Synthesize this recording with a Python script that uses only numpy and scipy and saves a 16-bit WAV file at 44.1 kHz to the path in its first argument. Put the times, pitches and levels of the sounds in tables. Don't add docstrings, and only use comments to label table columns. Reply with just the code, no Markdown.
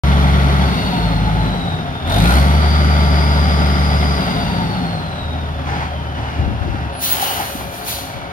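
import sys
import numpy as np
from scipy import signal
from scipy.fft import rfft, irfft
from scipy.io import wavfile
from scipy.ndimage import uniform_filter1d

SR = 44100
rng = np.random.default_rng(int(sys.argv[2]) if len(sys.argv) > 2 else 0)


def digitize_waveform(pressure):
    field = np.atleast_2d(pressure).T
    bounded = np.clip(field, -1, 1)
    quanta = np.round(bounded * 32767).astype(np.int16)
    wavfile.write(sys.argv[1], SR, quanta)


N = 366912
T = np.arange(N) / SR
HZ = np.fft.rfftfreq(N, 1 / SR)
START_S = .036
WORKING_HZ = 70
FIRST_ROW = np.array([[1], [0]])

CYLINDER_OFFSETS = [-1.8, -1.3, -2.5, -2.5, -2.7, -2]


def amp(db):
    return 10 ** (np.asarray(db) / 20)


def unit(x):
    return x / np.sqrt(np.mean(x ** 2) + 1e-20)


def follow(x, points):
    return np.interp(x, *np.transpose(points))


def spectrum(points):
    f, value = np.transpose(points)
    return np.interp(np.log(HZ + 1), np.log(f), value)


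def colour(x, points):
    skirt = 1 / np.sqrt(1 + (.8 * points[0][0] / (HZ + 1)) ** 6)
    return unit(irfft(rfft(x) * amp(spectrum(points)) * skirt, N))


def noise():
    return rng.standard_normal((2, N))


def wander(rate_hz):
    return unit(irfft(rfft(rng.standard_normal(N)) * np.exp(-(HZ / rate_hz) ** 2), N))


def resonate(x, hz, width_hz):
    carrier = np.exp(2j * np.pi * np.cumsum(hz * np.ones(N)) / SR)
    pole = np.exp(-np.pi * width_hz / SR)
    return unit((carrier * signal.lfilter([1], [1, -2 * pole, pole * pole], x / carrier)).real)


def sine(turns):
    return np.sqrt(2) * np.cos(2 * np.pi * turns)


def envelope(start, length, attack_s, fall_db_per_s):
    age = T - start
    return np.clip(age / attack_s, 0, 1) * amp(-fall_db_per_s * np.maximum(age - length, 0))


def swell(peak_s, half_s):
    return np.exp(-((T - peak_s) / half_s) ** 2)


def with_speed(speed_hz, db, db_per_octave):
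    return amp(db + db_per_octave * np.log2(speed_hz / WORKING_HZ))


def breeze(lumps_db=2):
    # start/s, length/s, level/dB
    gusts = [(6.381, 0.16, -20.5), (6.585, 0.16, -20), (7.535, 0.13, -36), (8.129, 0.073, -29)]
    # f/Hz, relative level/dB
    buffet = [(25, -19), (55, 1), (150, -6), (300, -15.5), (700, -35), (2000, -70)]
    wind = sum(amp(db) * envelope(s, length, attack_s=.017, fall_db_per_s=180) for s, length, db in gusts)
    return FIRST_ROW * wind * colour(noise() * amp(lumps_db * wander(40)), buffet)


def body_buzzes():
    # peak/s, half length/s, f/Hz, width/Hz, level/dB
    buzzes = [(0.97, .09, 730, 20, -28), (4.32, .13, 705, 15, -34), (4.601, 0.081, 742, 15, -30)]
    return sum(amp(db) * swell(s, half) * resonate(noise(), hz, width) for s, half, hz, width, db in buzzes)


def body_knocks():
    # t/s, level/dB, f/Hz, t60/s
    knocks = [(6.391, -3.5, 84.3, 0.11), (6.474, -12.5, 214.6, 0.06), (6.675, -19, 334, 0.097),
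              (7.225, -10, 778, 0.043), (7.402, -10.5, 805, 0.057), (7.552, -9, 249, 0.026)]
    rings = np.zeros(N)
    for s, db, hz, t60 in knocks:
        age = np.maximum(T - s, 0)
        rings += amp(db - 60 * age / t60) * np.sin(2 * np.pi * hz * age) * np.minimum(age * hz, 1)
    return FIRST_ROW * rings


def intake_sighs():
    # start/s, length/s, level/dB
    sighs = [(0.66, 0.23, -31.5), (4.15, 0.32, -34)]
    # f/Hz, relative level/dB
    intake = [(2300, -21), (2800, 6.5), (3150, -17), (3600, 5), (5200, -17), (9000, -23.5), (14000, -28)]
    flow = sum(amp(db) * envelope(s, length, attack_s=.074, fall_db_per_s=25) for s, length, db in sighs)
    return flow * colour(noise(), intake)


def brakes(engine_shake_db=-36):
    # start/s, length/s, scrape/dB, shudder/dB
    grabs = [(5.639, 0.2, -24.5, -33), (6.141, 0.27, -30, -30), (6.349, 0.19, -50, -24),
             (6.594, 0.26, -33.5, -27.5), (7.105, 0.34, -25, -51), (7.509, .12, -40, -36)]
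    # f/Hz, relative level/dB
    lining = [(400, -5.5), (600, -9), (780, 5), (1100, -5.5), (1400, -3), (2100, -7.5), (3200, -17),
              (4800, -20), (6500, -26), (11000, -45)]
    chassis = [(20, -36), (45, -9), (70, -0.5), (130, -3), (200, -5.5), (330, -13.5), (500, -25.5),
               (1200, -68)]
    drag, shudder = 0, amp(engine_shake_db)
    for s, length, drag_db, shudder_db in grabs:
        grab = envelope(s, length, attack_s=.041, fall_db_per_s=148)
        drag = np.hypot(drag, amp(drag_db) * grab)
        shudder = np.hypot(shudder, amp(shudder_db) * grab)
    scrape = drag * amp(.18 * wander(35)) * colour(noise(), lining)
    return scrape + shudder * amp(1.1 * wander(45)) * colour(noise(), chassis)


def chassis_echoes(x, echo_db=-18, longest_s=.02, count=8):
    delays = rng.uniform(0, longest_s, count)
    echoes = amp(echo_db) * sum(np.exp(-2j * np.pi * HZ * delay) for delay in delays)
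    return unit(irfft(rfft(x) * (1 + echoes), N))


def brake_air(attack_s=.067, split_hz=8000, squeak_hz=10174):
    # start/s, length/s, jet/dB, fall/(dB/s), whistle length/s, whistle/dB, whistle f/Hz
    blasts = [(6.976, 0.14, -18, 61, 0.068, -17, 15560), (7.05, 0.063, -25, 61, 0.057, -14, 15720),
              (7.157, 0.43, -21, 61, 0.15, -21, 15720), (7.678, 0.181, -32.5, 61, 0.019, -50, 15500),
              (7.823, 0.1, -20, 88, 0.031, -24, 15500)]
    # f/Hz, relative level/dB
    jet_spectrum = [(1500, -8.5), (2300, -11.5), (3100, -5.5), (4200, -3), (5000, -10), (5500, -9),
                    (6600, -8), (8400, -16.5), (10200, -8), (13900, -9.5), (15000, -12.5)]
    # peak/s, level/dB, fade/(dB/s), f/Hz, width/Hz
    hollows = [(7.08, -32, 131, 4300, 699), (7.28, -27.5, 72, 2960, 382), (7.95, -35, 73, 4350, 900)]
    high_flow, low_flow, whistle = 0, 0, 0
    waver, flutter = 1 + .0025 * wander(150), amp(1.5 * wander(60))
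    for s, length, jet_db, fall, whistle_s, whistle_db, whistle_hz in blasts:
        pressure = envelope(s, 0, attack_s, fall_db_per_s=28)
        flow = amp(jet_db) * pressure
        high_flow = np.hypot(high_flow, flow * envelope(s, length, attack_s, fall))
        low_flow = np.hypot(low_flow, flow * envelope(s, length, attack_s, .49 * fall))
        edge_tone = flutter * sine(whistle_hz * np.cumsum(waver) / SR)
        catch = envelope(s + .02, whistle_s, attack_s=.043, fall_db_per_s=250)
        whistle += amp(whistle_db) * pressure * edge_tone * catch
    hiss = amp(.2 * wander(109.4)) * chassis_echoes(colour(noise(), jet_spectrum))
    low_hiss = irfft(rfft(hiss) / (1 + (HZ / split_hz) ** 6), N)
    jet = low_flow * low_hiss + high_flow * (hiss - low_hiss)
    opening = envelope(6.92, .08, attack_s, fall_db_per_s=250)
    squeak = amp(-37.5) * opening * sine(squeak_hz * T + .1 * wander(80))
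    rings = sum(amp(db - fade * abs(T - s)) * resonate(noise(), hz, width)
                for s, db, fade, hz, width in hollows)
    return jet + FIRST_ROW * (whistle + squeak) + rings


def timing_gears(firings, speed_hz, teeth_per_firing=16):
    # firing rate/Hz, level/dB
    whine = [(35, -43.5), (41, -51), (49, -33), (56, -30.5), (64, -37), (74, -30.5)]
    slack = np.clip((WORKING_HZ - speed_hz) / 6, 0, 1)
    backlash = (.07 + .07 * slack) * wander(35)
    stutter_db = (1.6 + 1.8 * slack) * wander(30)
    level = amp(follow(speed_hz, whine) + stutter_db)
    return FIRST_ROW * level * sine(teeth_per_firing * firings + backlash)


def turbo(firings, breath_db=-4, octave_db=-22):
    # t/s, f/Hz, level/dB
    whistle = [(0, 4300, -42), (.58, 4510, -41.5), (0.8, 4490, -34.5), (1.0, 4366, -36), (1.3, 4130, -43.5),
               (1.52, 3956, -36.5), (1.7, 3799, -30.5), (1.9, 3656, -44), (2.06, 3570, -34.5),
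               (2.19, 3715, -30), (2.38, 4360, -34), (2.5, 4580, -40), (2.66, 4645, -30.5),
               (2.85, 4640, -38), (3.1, 4720, -36.5), (3.4, 4783, -36), (3.7, 4812, -37),
               (4.05, 4826, -37.5), (4.2, 4795, -33), (4.4, 4725, -37), (4.57, 4626, -38),
               (4.8, 4380, -39.5), (4.95, 4223, -36.5), (5.1, 4030, -43.5), (5.2, 3900, -36),
               (5.4, 3696, -42), (5.55, 3488, -47), (6, 3094, -43.5), (6.4, 2838, -43), (6.9, 2640, -51),
               (7.4, 2460, -49), (8.32, 2228, -43)]
    # offset/crank rate, relative level/dB
    sidebands = [(-6, -16), (-3, -11), (3, -9), (6, -7), (9, -6), (12, -7.5)]
    times, pitches, levels_db = np.transpose(whistle)
    hz, level = np.interp(T, times, pitches), amp(np.interp(T, times, levels_db))
    boost = envelope(2.62, 1.463, attack_s=.19, fall_db_per_s=91)
    rise_hz_per_s = uniform_filter1d(np.gradient(hz) * SR, 4000)
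    spooling = np.clip(rise_hz_per_s / 1800, 0, .97)
    wavering_hz = hz * (1 + (.003 - .0024 * boost) * wander(14) + (.007 - .0055 * boost) * wander(120))
    turns = np.cumsum(wavering_hz) / SR
    blade = (.5 + .55 * boost) * sine(turns) + (.7 - .4 * boost) * resonate(noise(), wavering_hz, 110)
    flutter = amp((2 - .8 * boost) * wander(30) - .5)
    crank_turns = firings / 3
    cluster = sum(amp(db + 2 * wander(11.7)) * sine(turns + offset * crank_turns + rng.random())
                  for offset, db in sidebands)
    breath = amp(breath_db) * resonate(noise(), hz, 200)
    smear = spooling * resonate(noise(), hz, 650)
    octave = amp(octave_db) * resonate(noise(), 2 * hz, 450)
    return level * ((1 - spooling) * flutter * blade + boost * cluster + breath + smear + octave)


def firing_pulse(firings):
    return np.exp(-(firings % 1) / .3)


def manifold(firings, speed_hz, surge):
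    # peak/s, half length/s, f/Hz, width/Hz, level/dB
    rasps = [(2.16, .05, 690, 53, -24), (2.153, .07, 3700, 350, -27.5), (2.27, 0.056, 2350, 380, -29),
             (2.303, 0.057, 1420, 110, -20.5)]
    puff = firing_pulse(firings)
    spit = colour(noise() * (1 + .16 * puff),
                  [(5500, 12), (8300, -3.5), (10000, -1), (12000, -6), (14500, -29), (15600, -30)])
    rush = colour(noise() * (.5 + puff), [(4000, 8.5), (8300, -2), (10500, -1), (13500, -8), (15600, -12)])
    rasp = sum(amp(db) * swell(s, half) * resonate(noise() * (.57 + puff), hz, width)
               for s, half, hz, width, db in rasps)
    spit *= with_speed(speed_hz, db=-38, db_per_octave=13.5)
    rush *= surge * with_speed(speed_hz, db=-27, db_per_octave=7.5)
    return spit + rush + rasp


def block_clatter(firings, speed_hz, extra_knock_db, surge):
    # f/Hz, relative level/dB
    loaded = [(265, -.5), (310, -8.5), (360, -3), (435, -4.5), (500, -11), (560, -4.5), (720, -2),
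              (880, -1.5), (1070, -11), (1400, -1.5), (1700, -12), (2100, -7.5), (2600, -18), (3500, -12),
              (4300, -20), (5600, -46), (7000, -43)]
    idling = [(280, -2.5), (350, -1), (490, -7.5), (600, 1), (760, 3.5), (930, -2), (1100, -4),
              (1400, -0.5), (2200, -12), (3500, -12), (5000, -23.5), (7000, -43)]
    # f/Hz, width/Hz, level/dB
    panels = [(265.2, 25, -46), (430.6, 22, -49), (551, 25, -47.5), (707.5, 32, -45.5), (933.5, 26, -45)]
    force = 1 + .25 * np.array(CYLINDER_OFFSETS)[firings.astype(int) % len(CYLINDER_OFFSETS)]
    bursts = noise() * (1 + .85 * force * firing_pulse(firings)) * amp(.7 * wander(30))
    fast = np.clip((speed_hz - 38) / 30, 0, 1)
    block = fast * amp(9.5) * colour(bursts, loaded) + (1 - fast) * amp(10) * colour(bursts, idling)
    ringing = sum(amp(db) * resonate(bursts, hz, width) for hz, width, db in panels)
    knock = with_speed(speed_hz, db=-32 + extra_knock_db, db_per_octave=8.5)
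    return np.hypot(knock, amp(-32) * surge) * block + ringing


def chugging(firings, speed_hz, flow, base_db=-27):
    # multiple of the six-firing cycle, low-speed level/dB, working-speed level/dB
    tones = [(9, -13, -5), (14, -11, -1.5), (15, -11, -6.5), (16, -13, 4.5), (20, -7.5, -19), (21, -1, 0),
             (22, -6, -1), (24, -10, -7), (26, -7.5, -12)]
    # f/Hz, gain/dB
    boom = [(100, -3), (120, -5), (129, .5), (140, -3.5), (158, 0.5), (177, 1.5), (188, -3), (198, -5.5),
            (206, -11), (240, -17)]
    swaying = firings + .013 * wander(8)
    fast = np.clip((speed_hz - 60) / 10, 0, 1)
    chug = 0
    for multiple, slow_db, fast_db in tones:
        order = multiple / len(CYLINDER_OFFSETS)
        tone_db = base_db + slow_db + fast * (fast_db - slow_db) + 1.7 * wander(14)
        chug += amp(tone_db + follow(order * speed_hz, boom)) * sine(order * swaying + rng.random())
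    return flow * chug


def exhaust(firings, speed_hz, pull, surge):
    # firing rate/Hz, level/dB
    flow_by_speed = [(34.7, -16.5), (38, -6.5), (46, -0.5), (56, 2.5), (66, 3), (71, 0), (74, -0.5)]
    # coasting level/dB, load's share/dB
    harmonics = [(-6, 0), (4, 0), (2.5, -3)]
    # f/Hz, gain/dB
    pipe = [(36, -20), (53, 2.5), (72, 2.5), (107, -1.5), (126, -21), (140, -3.5), (149, -7.5), (163, 4),
            (177, 2.5), (210, -16.5), (225, -15)]
    # f/Hz, relative level/dB
    stack = [(28, -27), (48, -1.5), (85, 0), (115, 1.5), (145, -.5), (182, -1.5), (220, -4), (270, -1),
             (320, -15), (500, -14), (1200, -76)]
    flow = amp(follow(speed_hz, flow_by_speed))
    note = 0
    for k, (coast_db, load_db) in enumerate(harmonics, 1):
        strength = np.hypot(amp(coast_db) * np.sqrt(flow), amp(load_db) * pull)
        note += strength * amp(follow(k * speed_hz, pipe)) * sine(k * firings)
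    note *= with_speed(speed_hz, db=-28.5, db_per_octave=11)
    chug = chugging(firings, speed_hz, flow)
    rumble = np.hypot(amp(-25.5) * flow, amp(-22.5) * surge) * colour(noise(), stack)
    return FIRST_ROW * (note + chug) + rumble


def engine_load(sag_db_per_s=2.5):
    # start/s, length/s, exhaust note/dB, extra knock/dB
    pulls = [(-.2, 0.87, 13.5, 2.5), (0.949, 0.55, 10.5, 1.5), (1.988, 0.43, 16, 2),
             (2.347, 1.777, 13.5, 1), (5.149, 1.74, 11.5, -3.5)]
    pull, knock_db = 0, 0
    for s, length, note_db, extra_db in pulls:
        effort = envelope(s, length, attack_s=.077, fall_db_per_s=148) * amp(-sag_db_per_s * (T - s))
        pull = np.maximum(pull, amp(note_db) * effort)
        knock_db = np.maximum(knock_db, extra_db * effort)
    return pull, knock_db


def engine():
    # t/s, firing rate/Hz
    speed = [(0, 70.32), (0.64, 70.4), (.95, 58.8), (1.16, 53.2), (1.45, 53.85), (1.751, 45.84),
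             (2.05, 39.2), (2.4, 69.9), (2.55, 74.4), (2.82, 74.65), (3.2, 73.62), (4.12, 73.1),
             (4.55, 58.34), (5, 44.88), (5.251, 39.2), (6.2, 36.73), (6.8, 35.78), (7.15, 34.8)]
    speed_hz = follow(T, speed)
    pull, knock_db = engine_load()
    surge = envelope(2.05, .29, attack_s=.068, fall_db_per_s=78)
    firings = np.cumsum(speed_hz * (1 + .0022 * wander(20))) / SR
    return (exhaust(firings, speed_hz, pull, surge) + block_clatter(firings, speed_hz, knock_db, surge)
            + manifold(firings, speed_hz, surge) + timing_gears(firings, speed_hz) + turbo(firings))


def stereo_image(truck):
    # f/Hz, left-right coherence (0 to 1)
    coherences = [(60, .98), (250, .91), (500, .89), (1000, .72), (2000, .48), (4000, .52), (8000, .8),
                  (13000, .92)]
    # f/Hz, left minus right/dB
    tilt = [(60, .7), (250, 1.3), (450, 3), (700, 3.6), (1100, 0), (2200, -.3), (4500, 2), (8000, .6),
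            (12000, 0)]
    # f/Hz, phase/rad
    phases = [(0, 0), (70, .27), (140, .42), (280, .9), (650, 1), (1030, 1.8), (1550, 3.4), (3000, 7.3),
              (4400, 10.8), (7700, 19.6), (10400, 18.9), (14000, 18.9), (15600, 16.7)]
    direct, scattered = rfft(truck)
    coherence = np.clip(spectrum(coherences), 0, 1)
    shared = direct * np.sqrt((1 + coherence) / 2)
    apart = scattered * np.sqrt((1 - coherence) / 2)
    lean = amp(spectrum(tilt) / 2) * np.exp(.5j * follow(HZ, phases))
    return irfft(np.array([(shared + apart) * lean, (shared - apart) / lean]), N)


def scene():
    truck = engine() + body_buzzes() + brakes() + body_knocks() + brake_air() + intake_sighs()
    return stereo_image(truck * (T > START_S)) + breeze()


def record(dry, ceiling=.95, edge_hz=15920):
    # f/Hz, width/Hz, gain/dB
    notches = [(5260, 140, -7), (7470, 264, -28)]
    response = amp(sum(db / (1 + ((HZ - hz) / width * 2) ** 2) for hz, width, db in notches))
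    heard = irfft(rfft(dry) * response, N) * (T > START_S)
    rounded = heard / (1 + (heard / ceiling) ** 8) ** (1 / 8)
    lowpass = signal.firwin(511, edge_hz, window=("kaiser", 9), fs=SR)
    return signal.oaconvolve(rounded, lowpass[None], "same")


dry = scene()
out = record(dry)
digitize_waveform(out)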